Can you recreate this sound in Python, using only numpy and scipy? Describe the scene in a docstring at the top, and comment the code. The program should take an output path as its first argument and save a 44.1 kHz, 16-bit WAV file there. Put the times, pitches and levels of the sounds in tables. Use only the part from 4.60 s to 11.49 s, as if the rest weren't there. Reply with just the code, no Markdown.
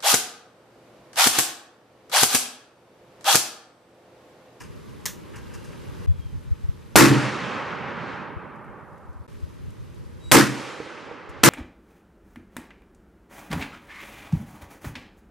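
"""A long gun on a lawn ringed by trees: cloth scuffs, two hard clicks as the action snaps shut, more scuffs.
Over far rumble, rustling leaves and breeze on the microphone ports, a short silence, then one sliding bird
whistle. The first blast overloads the microphones, booms in the bench and returns as a long, dulling tree echo.
Faint ticks and a second short silence follow; the trigger squeaks into shot two, spent shells thud down, and
shot three ends the scene. Noise bands make air and echo, decaying sines the boom, sharp N-waves the cracks."""
import sys
import numpy as np
from scipy import signal
from scipy.io import wavfile

SR = 44100
rng = np.random.default_rng(int(sys.argv[2]) if len(sys.argv) > 2 else 0)


def materialize(psi):
    """Save the field psi as 16-bit PCM at rate SR to the path in sys.argv[1].

    A 1-D psi becomes a single channel; in a 2-D psi each row is a channel.
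    """
    bounded = np.clip(np.atleast_2d(psi).T, -1, 1)
    quanta = np.round(bounded * 32767).astype(np.int16)
    wavfile.write(sys.argv[1], SR, quanta)


N = 303849
T = np.arange(N) / SR   # s
TINY = 1e-18   # inaudible offset that keeps filters off denormal numbers

# Levels are layer settings ahead of filters and later stages; likeness: -1 opposed, 0 unrelated, 1 same at both ports.
# Far rumble spectrum: hz, level_db (per Hz)
RUMBLE = [(30, -84), (70, -69.5), (130, -72), (250, -81), (500, -94.5)]
# Left-right likeness of the rumble: hz, likeness
RUMBLE_LIKENESS = [(30, .6), (500, 0.67)]
# Leaves and cloth between silences: start_s, start_db, end_db, tilt_db_per_octave (about 11 kHz)
RUSTLE = [(0, -65.5, -61, -1.6), (1.472, -67, -65.5, -1.16), (4.677, -67.5, -69, -1.5)]
# Rustle spectrum: hz, level_db (per Hz)
LEAVES = [(88, -37), (150, -11.5), (225, -13.5), (258, -16.5), (381, -15), (561, -19), (631, -29),
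          (1040, -20), (1150, -25), (2760, -31.5), (10500, -41), (13000, -35.5), (15500, -83.5)]
# Left-right likeness of the rustle: hz, likeness
LEAF_LIKENESS = [(60, -0.82), (130, -0.68), (290, -0.37), (640, -0.01), (1410, 0.39), (3100, 0.8),
                 (6820, 0.31), (15000, 0.01)]
# Faint peaks in the hiss: hz, width_hz, level_db
COLOUR = [(1590, 100, -42), (2750, 170, -47)]
# Their swell: start_s, full_s
COLOUR_RISE_S = (0.73, 0.8)
# Breeze on the ports over time: time_s, level_db (per Hz)
BREEZE = [(0, -58.5), (.55, -63.5), (.9, -57.5), (1.3, -54), (1.55, -52), (1.82, -60.5), (2.05, -55.5),
          (2.34, -59.5), (3.4, -59.5), (4.2, -61.5), (4.6, -51), (4.68, -61.5), (5.1, -58), (5.7, -60),
          (6.4, -65.5), (6.89, -48)]
# Breeze spectrum: hz, level_db (relative)
GUST = [(12, -43), (20, -17), (65, -2.5), (112, -1.5), (157, -14.5), (248, -25.5), (500, -40.5), (650, -70),
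        (1100, -120)]
# Left-right likeness of the breeze: hz, likeness
GUST_LIKENESS = [(25, -.85), (100, -.7), (400, -.3)]
# Single eddies thumping the ports: middle_s, level_db, pitch_hz, length_s, opposed_share
BUFFETS = [(1.5, -22.5, 87.5, 0.077, 4.3), (1.597, -37, 90, 0.031, 4.9), (1.663, -39, 90, 0.034, 5.8),
           (1.922, -33.5, 77, 0.044, 11), (2.048, -36.5, 70, 0.036, 9.1), (2.092, -27.5, 70, 0.017, 7.2),
           (3.772, -35.5, 85, 0.03, 3), (4.099, -53, 70, .04, 3), (4.5, -46.5, 70, 0.045, 4.9),
           (4.564, -45.5, 70, 0.044, 4.7), (4.61, -37, 95, 0.037, 2.2), (4.837, -35, 80, 0.039, 4.8),
           (5.464, -46, 60, .04, 4), (6.7, -46, 70, .04, 4)]
# Bird whistle: time_s, pitch_hz, level_db
BIRD = [(1.48, 3420, -72), (1.55, 3350, -68), (1.59, 3300, -74), (1.62, 3250, -61), (1.68, 3160, -69),
        (1.78, 3030, -80)]
# Trigger squeak: time_s, slips_per_s, level_db
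SQUEAK = [(5.6, 958, -72), (5.635, 964, -62), (5.645, 965, -55), (5.714, 965, -56)]
# Its partials: multiple_of_slip_rate, level_db (relative)
SQUEAK_ORDERS = [(3, -18), (4, 1), (5, -20), (6, -20), (7, -19), (8, -10), (10, -18)]
# Faint ticks: start_s, level_db
TICKS = [(3.959, -65), (4.045, -64), (4.2, -71.5), (4.33, -65.5), (4.378, -61.5), (4.53, -63), (4.7, -55),
         (4.73, -54), (4.8, -58), (4.94, -58), (5.105, -56), (5.345, -54)]
# Scuffs of hands and cloth: start_s, dull_db, bright_db, t60_s
SCUFFS = [(0, -29.5, -42.5, 0.26), (.29, -60, -54, .15), (.735, -31, -60, .2), (.756, -28, -38, 0.094),
          (.776, -36, -51, .08), (.935, -32, -41.5, 0.18), (.905, -36, -60, .1), (1.04, -46, -49, 0.33),
          (1.12, -32, -56, .1), (6.69, -51.5, -49, 0.11)]
# Resonances of the dull part: hz, width_hz, level_db (relative)
DULL = [(970, 260, -0.5), (1690, 400, -1), (2800, 350, -7)]
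# Resonances of the bright part: hz, width_hz, level_db (relative)
BRIGHT = [(4900, 900, 2), (6750, 1700, 1.5), (9900, 3500, -5)]
# The action snaps shut: start_s, level_db, t60_s (of the rattle)
LATCH = [(0.4555, -15.5, 0.17), (0.4607, -16.5, 0.24)]
# Resonances of the steel action: hz, width_hz, level_db (relative)
ACTION = [(450, 210, -9.5), (1030, 245, -4.5), (1770, 300, 0), (3730, 1200, -5.5), (5470, 800, -0.5),
          (6670, 1600, -1.5), (9700, 590, -4.5), (13600, 1900, -7)]
# Spent shells thudding down: start_s, level_db, pitch_hz
KNOCKS = [(5.993, -31, 249), (6.202, -24, 470), (6.262, -33.5, 526), (6.513, -28.5, 482)]
# Echo spectrum: hz, level_db (relative)
ECHO = [(60, -16), (130, -2), (300, -1), (600, 1.5), (1300, 1), (2200, 2.5), (3500, -0.5), (6000, 2),
        (10000, 1), (15000, -10)]
# Left-right likeness of the echo: hz, likeness
ECHO_LIKENESS = [(60, 0.08), (130, 0.69), (290, 0.87), (640, 0.8), (1410, 0.86), (3100, 0.94), (6820, 0.76),
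                 (15000, 0.2)]
# Echo balance: hz, left_minus_right_db
ECHO_BALANCE = [(60, -4.5), (180, -7), (550, -4), (1650, 0), (4970, -1), (15000, 1)]
# Bench modes: pitch_hz, level_db (relative), t60_s
BENCH = [(126.5, -7.5, 0.67), (139.4, -4, 0.45), (207, -9.5, 0.58), (242.5, -10, 0.41), (269.4, -4, 0.44),
         (294.8, -1.5, 0.44), (335.5, 3.5, 0.28), (394.4, -10.5, 0.3), (455, -12, .35), (528, -11.5, .25),
         (609, -18, 0.11)]
# Near reflections of a blast: hz, level_db (per Hz, relative), t60_s (before the shot's decay_scale)
BLAST = [(25, -18, 0.33), (60, -15.5, .5), (250, 5.5, .4), (574, 0, 0.2), (1510, 0.5, 0.39),
         (3023, -12.5, 0.34), (7200, -10, 0.32), (15000, -13.5, 0.25)]
# Left-right likeness of the blast: hz, likeness
BLAST_LIKENESS = [(25, -.85), (60, -.3), (120, .5), (700, .4), (1300, .8), (2400, .95), (4400, .9),
                  (8100, .5), (15000, .3)]
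# Shots: start_s, blast_db, first_front_db, front_crack_db, bench_boom_db, deepest_modes_db, boom_swell_s,
# boom_return_db, decay_scale, left_minus_right_db, echo_db (per Hz), echo_treble_db, echo_bass_db, echo_depth_db;
# front, crack and boom are relative to blast_db
SHOTS = [(2.3568, -5.5, 9.5, 12, -4, 0, 0.075, 7, 1, 1, -60, -9.5, -2, 4),
         (5.7147, -6, -6, 7, -5, -2.5, 0.052, 0.5, 0.93, -0.5, -70, -5, 3, -5),
         (6.8332, -6.5, -11, -5, -4, 8, 0.062, 2, 0.66, 0.5, -69, -7, 5.5, -1.5)]
# Brief silences: start_s, end_s
DROPOUTS = [(1.462, 1.472), (4.667, 4.678)]

# After a shot the background sinks, then recovers; the tilt is dB per octave per dB sunk
SINK_DB, SINK_S, RECOVER_DB_PER_S, SINK_TILT = 17.5, .25, 4.5, 0.27
PUSH_DB, PUSH_HZ, PUSH_S = -14.5, 90, .03   # each blast shoves the two ports apart
TICK_HZ, TICK_WIDTH_HZ, TICK_T60_S = 7000, 4700, 0.054
SCUFF_ATTACK_S = 0.0058
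# The echo fades slowly until the far trees answer, then fast
ECHO_RISE_S, ECHO_FADE_DB_PER_S, FAR_TREES_S, LATE_FADE_DB_PER_S = 0.065, 6.5, 1.18, 15
AIR_DB_PER_S, FAR_TREES_DB, FAR_TREES_WIDTH_S = 19.5, 7.5, 0.15   # treble loss; brighter far answer
NEAR_BASS_DB, NEAR_BASS_S, BASS_GAIN_DB_PER_S = 19.5, 0.17, 2   # bassy early returns; bass outlasts mids
BASS_KNEE_HZ = 300   # below it each echo has a depth of its own
BOOM_DIP_S, BOOM_DIP_WIDTH_S, BOOM_DIP_DEPTH = 0.1404, .01, 0.78   # the boom dips briefly, then returns
FRONT_HZ, FRONT_T60_S, FRONT_CRACK_S = 700, .02, 0.00051   # dull first front; its crack comes this late
REBOUND_S = .0044   # the bright main wave follows the first front by this much
ROAR_PER_HZ_DB, ROAR_HOLD_S = -36, 0.055   # near reflections relative to the blast; longest hold
# The main wave: five jumps, each weaker; gap and length vary by chance
CRACK_DB, CRACK_LOSS_DB, CRACK_GAP_S, CRACK_S = 12.5, 2.2, .00035, 0.00023
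OVERLOAD, HARDNESS, SQUEEZE_S = .55, 4, .005   # strained ceiling, sharpness of its knee, smoothing time
TREBLE_HZ, TREBLE_LIFT = 2934, 0.11
NOTCH_HZ, NOTCH_WIDTH_HZ, NOTCH_DEPTH = 684, 165, .63
CUTOFF_HZ = 15700


def from_db(db):
    """Gain of a level."""
    return 10 ** (np.asarray(db) / 20)


def in_time(rows):
    """Columns of a table, drawn as straight lines over time."""
    s, *columns = np.transpose(rows)
    return [np.interp(T, s, column) for column in columns]


def at_hz(points, hz, axis=1):
    """A column of a table read on a log-frequency axis."""
    points = np.array(points)
    return np.interp(np.log(hz), np.log(points[:, 0]), points[:, axis])


def drift(rate):
    """A smooth random curve of spread about 1; a higher rate wanders faster."""
    r = np.exp(-80 * np.pi * rate / SR)   # computed at every 40th sample
    slow = signal.lfilter([1], [1, -2 * r, r * r], rng.standard_normal(N // 40 + 2002))[2000:]
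    return np.interp(np.arange(N) / 40, np.arange(len(slow)), slow / slow.std())


def pan(x, db):
    """Left louder than right by db."""
    return x * from_db(np.array([[.5], [-.5]]) * db)


def resonance(x, hz, width_hz):
    """A two-pole resonance with a peak gain of about 1."""
    r = np.exp(-np.pi * width_hz / SR)
    poles = [1, -2 * r * np.cos(2 * np.pi * hz / SR), r * r]
    return signal.lfilter([(1 - r * r) / 2, 0, (r * r - 1) / 2], poles, x)


def resonances(x, peaks, lift_db=0):
    """Parallel resonances with alternating sign."""
    return sum((-1) ** k * from_db(db + lift_db) * resonance(x, hz, width)
               for k, (hz, width, db) in enumerate(peaks))


def dying(s, t60):
    """An envelope that starts at s and falls 60 dB in t60."""
    return (T >= s) * from_db(-60 * np.maximum(T - s, 0) / t60)


def bands(gain_at, likeness, lowest, count, size=2, order=2):
    """Bands of stereo noise, size to the octave, unit power per Hz, each times gain_at(hz)."""
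    out = 0
    white = rng.standard_normal((2, 2, N)) * np.sqrt(SR / 2)
    edges = np.minimum(lowest * 2 ** (np.arange(count + 1) / size), .45 * SR)
    for k, (low, high) in enumerate(zip(edges, edges[1:])):
        band = signal.butter(order, [low, high], "band", fs=SR, output="sos")
        mid, side = signal.sosfilt(band, white[k % 2])   # neighbours use separate noise
        hz = np.sqrt(low * high)
        alike = np.clip(at_hz(likeness, hz), -1, 1)
        pair = np.sqrt(.5 + alike / 2) * mid + np.sqrt(.5 - alike / 2) * side * [[1], [-1]]
        out = out + gain_at(hz) * pair
    return out


def near_noise(side_share):
    """White noise, mostly the same at both ports."""
    white = rng.standard_normal((2, N))
    return white[0] + side_share * white[1] * [[1], [-1]]


def thump(s, hz, length):
    """A low cosine under a smooth window centred on s."""
    window = np.cos(np.pi * np.clip((T - s) / length, -.5, .5)) ** 2
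    return window * np.cos(2 * np.pi * hz * (T - s))


def n_wave(s, length):
    """A pressure wave that jumps, ramps through zero and jumps back."""
    phase = (T - s) / length
    return (phase >= 0) * (phase < 1) * (2 * phase - 1)


def tone(rows, orders, jitter):
    """Partials on a wavering pitch, faded in and out at the ends of the table."""
    hz, db = in_time(rows)
    turns = np.cumsum(hz * (1 + jitter * drift(60))) / SR
    fade = np.clip(np.minimum(T - rows[0][0], rows[-1][0] - T) / 0.0064, 0, 1)
    partials = sum(from_db(order_db) * np.sin(2 * np.pi * order * turns) for order, order_db in orders)
    return np.sqrt(2) * fade * from_db(db) * partials


def quiet_again(s):
    """End of the first silence after s, or the end of everything."""
    return min([end for _, end in DROPOUTS if end > s] + [N / SR])


def sinking():
    """Background drop in dB: down after each shot, slowly back, whole after a silence."""
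    sunk_db = np.zeros(N)
    for s, *_ in SHOTS:
        falling = SINK_DB * (T - s) / SINK_S
        recovering = SINK_DB - RECOVER_DB_PER_S * (T - s - SINK_S)
        sunk_db = np.maximum(sunk_db, np.minimum(falling, recovering) * (T < quiet_again(s)))
    return sunk_db


def rumble():
    """Low noise from far off, steady but for sinking after the shots."""
    noise = bands(lambda hz: from_db(at_hz(RUMBLE, hz)), RUMBLE_LIKENESS, 30.0, count=8)
    return from_db(-sinking()) * noise


def rustle():
    """Leaves and cloth: many tiny rubs heard as hiss, made patchy by a separate drift in every band."""
    ends = [row[0] for row in RUSTLE[1:]] + [N / SR]
    points = []
    for (s, start_db, end_db, slope), end in zip(RUSTLE, ends):
        points += [(s, start_db, slope), (end - 1 / SR, end_db, slope)]
    level_db, tilt = in_time(points)
    sunk_db = sinking()
    level_db = level_db - sunk_db
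    tilt = tilt + SINK_TILT * sunk_db

    def gain_at(hz):
        """Level of one band with its own flutter."""
        return from_db(level_db + at_hz(LEAVES, hz) + tilt * np.log2(hz / 11000) + drift(30.08))
    return bands(gain_at, LEAF_LIKENESS, 125.0, count=21, size=3)


def colour():
    """Narrow, wavering noise peaks that swell in and stop at the first silence."""
    start, full = COLOUR_RISE_S
    swell = np.clip((T - start) / (full - start), 0, 1) * (T < DROPOUTS[0][1])
    white = near_noise(side_share=0.19) * swell
    return sum(from_db(db + 2.8 * drift(8)) * resonance(white + TINY, hz, width) for hz, width, db in COLOUR)


def breeze():
    """Eddies push the ports mostly in opposite directions, in lumps and thumps; each blast shoves them too."""
    level_db, = in_time(BREEZE)
    level_db = level_db - sinking() + 3.5 * drift(14) + 1.5 * drift(2.2)
    out = bands(lambda hz: from_db(level_db + at_hz(GUST, hz)), GUST_LIKENESS, 18.0, count=9)
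    for s, db, hz, length, opposed in BUFFETS:
        out += from_db(db) * thump(s, hz, length) * np.array([[1 + opposed], [1 - opposed]])
    for s, *_ in SHOTS:
        out += from_db(PUSH_DB) * thump(s + PUSH_S / 2, PUSH_HZ, PUSH_S) * np.array([[1], [-1]])
    return out


def bird():
    """One falling whistle: a single sine on a slightly wavering pitch."""
    return tone(BIRD, [(1, 0)], jitter=0.0078)


def ticks(white):
    """Faint ticks: dying noise bursts through one broad high resonance."""
    burst = white * sum(from_db(db) * dying(s, TICK_T60_S) for s, db in TICKS)
    return resonance(burst + TINY, TICK_HZ, TICK_WIDTH_HZ)


def scuffs():
    """Friction of hands and cloth: soft, rattling noise with a dull and a bright part, and faint ticks."""
    white = near_noise(side_share=0.2) * from_db(1.9 * drift(90)) + TINY
    out = ticks(white)
    for k, peaks in enumerate((DULL, BRIGHT)):
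        envelope = sum(from_db(levels_db[k]) * dying(s, t60) * np.clip((T - s) / SCUFF_ATTACK_S, 0, 1)
                       for s, *levels_db, t60 in SCUFFS)
        out = out + resonances(white * envelope + TINY, peaks)
    return out


def latch():
    """Two hard contacts and their rattle, noise bursts coloured by the steel action."""
    envelope = sum((dying(s, 0.011) + 0.21 * dying(s, t60)) * from_db(db) for s, db, t60 in LATCH)
    return resonances(envelope * near_noise(side_share=0.14) + TINY, ACTION, lift_db=4)


def squeak():
    """The trigger sticks and slips: strong harmonics of a wavering slip rate."""
    return tone(SQUEAK, SQUEAK_ORDERS, jitter=0.0045)


def knocks():
    """Spent shells landing: short dull dying sines, louder on the right."""
    return sum(pan(from_db(db) * dying(s, 0.058) * np.sin(2 * np.pi * hz * (T - s)), -5.0)
               for s, db, hz in KNOCKS)


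def tree_echo():
    """Countless late returns as noise; air dulls them with distance, and each shot's echo replaces the last."""
    level_db, treble_db, bass_db, depth_db, sounding = np.zeros((5, N))
    for s, *_, echo_db, bright_db, low_db, deep_db in SHOTS:
        on = T >= s
        t = T[on] - s
        slow_fade_db = ECHO_FADE_DB_PER_S * np.minimum(t, FAR_TREES_S)
        late_fade_db = LATE_FADE_DB_PER_S * np.maximum(t - FAR_TREES_S, 0)
        far_answer_db = FAR_TREES_DB * np.exp(-((t - FAR_TREES_S) / FAR_TREES_WIDTH_S) ** 2)
        level_db[on] = echo_db - slow_fade_db - late_fade_db
        treble_db[on] = bright_db - AIR_DB_PER_S * t + far_answer_db
        bass_db[on] = low_db + NEAR_BASS_DB * np.exp(-t / NEAR_BASS_S) + BASS_GAIN_DB_PER_S * t
        depth_db[on] = deep_db
        sounding[on] = np.clip(t / ECHO_RISE_S, 0, 1) * (t + s < quiet_again(s))
    swell = drift(5)   # shared by all bands

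    def gain_at(hz):
        """Level per Hz, bent up or down on either side of 1.3 kHz."""
        if hz > 1300:
            bend = treble_db * ((hz - 1300) / 3300) ** 0.79
        else:
            bend = bass_db * min(np.log2(1300 / hz) / 2, 1)
            bend = bend + depth_db * np.clip(2 * np.log2(BASS_KNEE_HZ / hz), 0, 1)
        db = level_db + at_hz(ECHO, hz) + bend + .6 * swell + .9 * drift(14)
        return pan(sounding * from_db(db), at_hz(ECHO_BALANCE, hz))
    return bands(gain_at, ECHO_LIKENESS, 59.46, count=33, size=4, order=3)


def bench():
    """Modes swell while near reflections pile up, the deepest later, then ring down; own phase per side."""
    boom = np.zeros((2, N))
    chance = rng.random((len(SHOTS), len(BENCH), 3))
    for (s, db, _, _, boom_db, deep_db, swell_s, return_db, *_), draws in zip(SHOTS, chance):
        span = slice(int(s * SR), int((s + 1) * SR))
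        t = T[span] - s
        from_dip = (t - BOOM_DIP_S) / BOOM_DIP_WIDTH_S
        dip = 1 - BOOM_DIP_DEPTH * np.exp(-from_dip ** 2)
        dip = dip * from_db(return_db * np.clip(.5 + from_dip, 0, 1))
        for (hz, mode_db, t60), (start, skew, late) in zip(BENCH, draws):
            deep = hz < 160
            top_s = swell_s * (0.83 + 0.28 * late + .3 * deep)
            ring = from_db(-60 * np.maximum(t - top_s, 0) / t60)
            shape = dip * np.clip(t / top_s, 0, 1) ** 1.8 * ring
            lead = (.4 + .7 * skew) * np.array([[.5], [-.5]])   # rad
            gain = from_db(db + boom_db + deep_db * deep + mode_db)
            boom[:, span] += gain * shape * np.sin(2 * np.pi * (hz * t + start) + lead)
    return boom


def roar():
    """Dense near reflections as noise that holds briefly, then dies band by band, treble first to start."""
    rises = [np.clip((T - s) / REBOUND_S, 0, 1) ** .8 for s, *_ in SHOTS]
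    grain = drift(120)   # single strong reflections make the roar uneven

    def gain_at(hz):
        """All shots in one band."""
        fading = 0
        hold_s = ROAR_HOLD_S * min(1, 5000 / hz)
        for rise, (s, db, *_, scale, lr_db, _, _, _, _) in zip(rises, SHOTS):
            since = np.maximum(T - s - hold_s, 0)
            loss_db = 60 * since / (scale * at_hz(BLAST, hz, axis=2))
            fading = fading + pan(rise * from_db(db - loss_db + 1.6 * grain), lr_db)
        return fading * from_db(ROAR_PER_HZ_DB + at_hz(BLAST, hz))
    return bands(gain_at, BLAST_LIKENESS, 22.14, count=19)


def blasts():
    """Pressure fronts: a dull front with its crack, then five weakening N-waves, all over the roar."""
    out = roar()
    chance = rng.uniform(.6, 1.4, size=(len(SHOTS), 5, 2))
    for (s, db, front_db, crack_db, *_), draws in zip(SHOTS, chance):
        out -= from_db(db + front_db) * dying(s, FRONT_T60_S) * np.sin(2 * np.pi * FRONT_HZ * (T - s))
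        out += from_db(db + crack_db) * n_wave(s + FRONT_CRACK_S, CRACK_S)
        for k, (gap, length) in enumerate(draws):
            start = s + REBOUND_S + CRACK_GAP_S * (k + gap - 1)
            out += from_db(db + CRACK_DB - CRACK_LOSS_DB * k) * n_wave(start, CRACK_S * length)
    return out


def scene():
    """Everything at the two ports, from the background to the gun."""
    background = rumble() + rustle() + colour() + breeze() + bird()
    handling = scuffs() + latch() + squeak() + knocks()
    return background + handling + tree_echo() + bench() + blasts()


def record(dry):
    """Overload, treble lift, a notch of the housing, brief silences, full scale and cut-off."""
    r = np.exp(-1 / (SQUEEZE_S * SR))
    strain = signal.lfilter([1 - r], [1, -r], np.minimum(np.abs(dry).max(axis=0) / 0.12, 1))
    # headroom shrinks a few ms into a loud sound
    ceiling = 1.15 - (1.15 - OVERLOAD) * np.clip(5 * strain - 3, 0, 1)
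    x = dry / (1 + np.abs(dry / ceiling) ** HARDNESS) ** (1 / HARDNESS)
    x = x + TREBLE_LIFT * signal.sosfilt(signal.butter(1, TREBLE_HZ, "high", fs=SR, output="sos"), x)
    x = x - NOTCH_DEPTH * resonance(x, NOTCH_HZ, NOTCH_WIDTH_HZ)
    for start, end in DROPOUTS:
        x = x * np.clip(np.maximum(start - T, T - end) / 0.00061, 0, 1)
    x = signal.sosfilt(signal.butter(2, 20, "high", fs=SR, output="sos"), x)
    x = np.clip(x, -.93, .93)
    return signal.sosfilt(signal.cheby2(12, 55, CUTOFF_HZ, fs=SR, output="sos"), x)


dry = scene()
out = record(dry)
materialize(out)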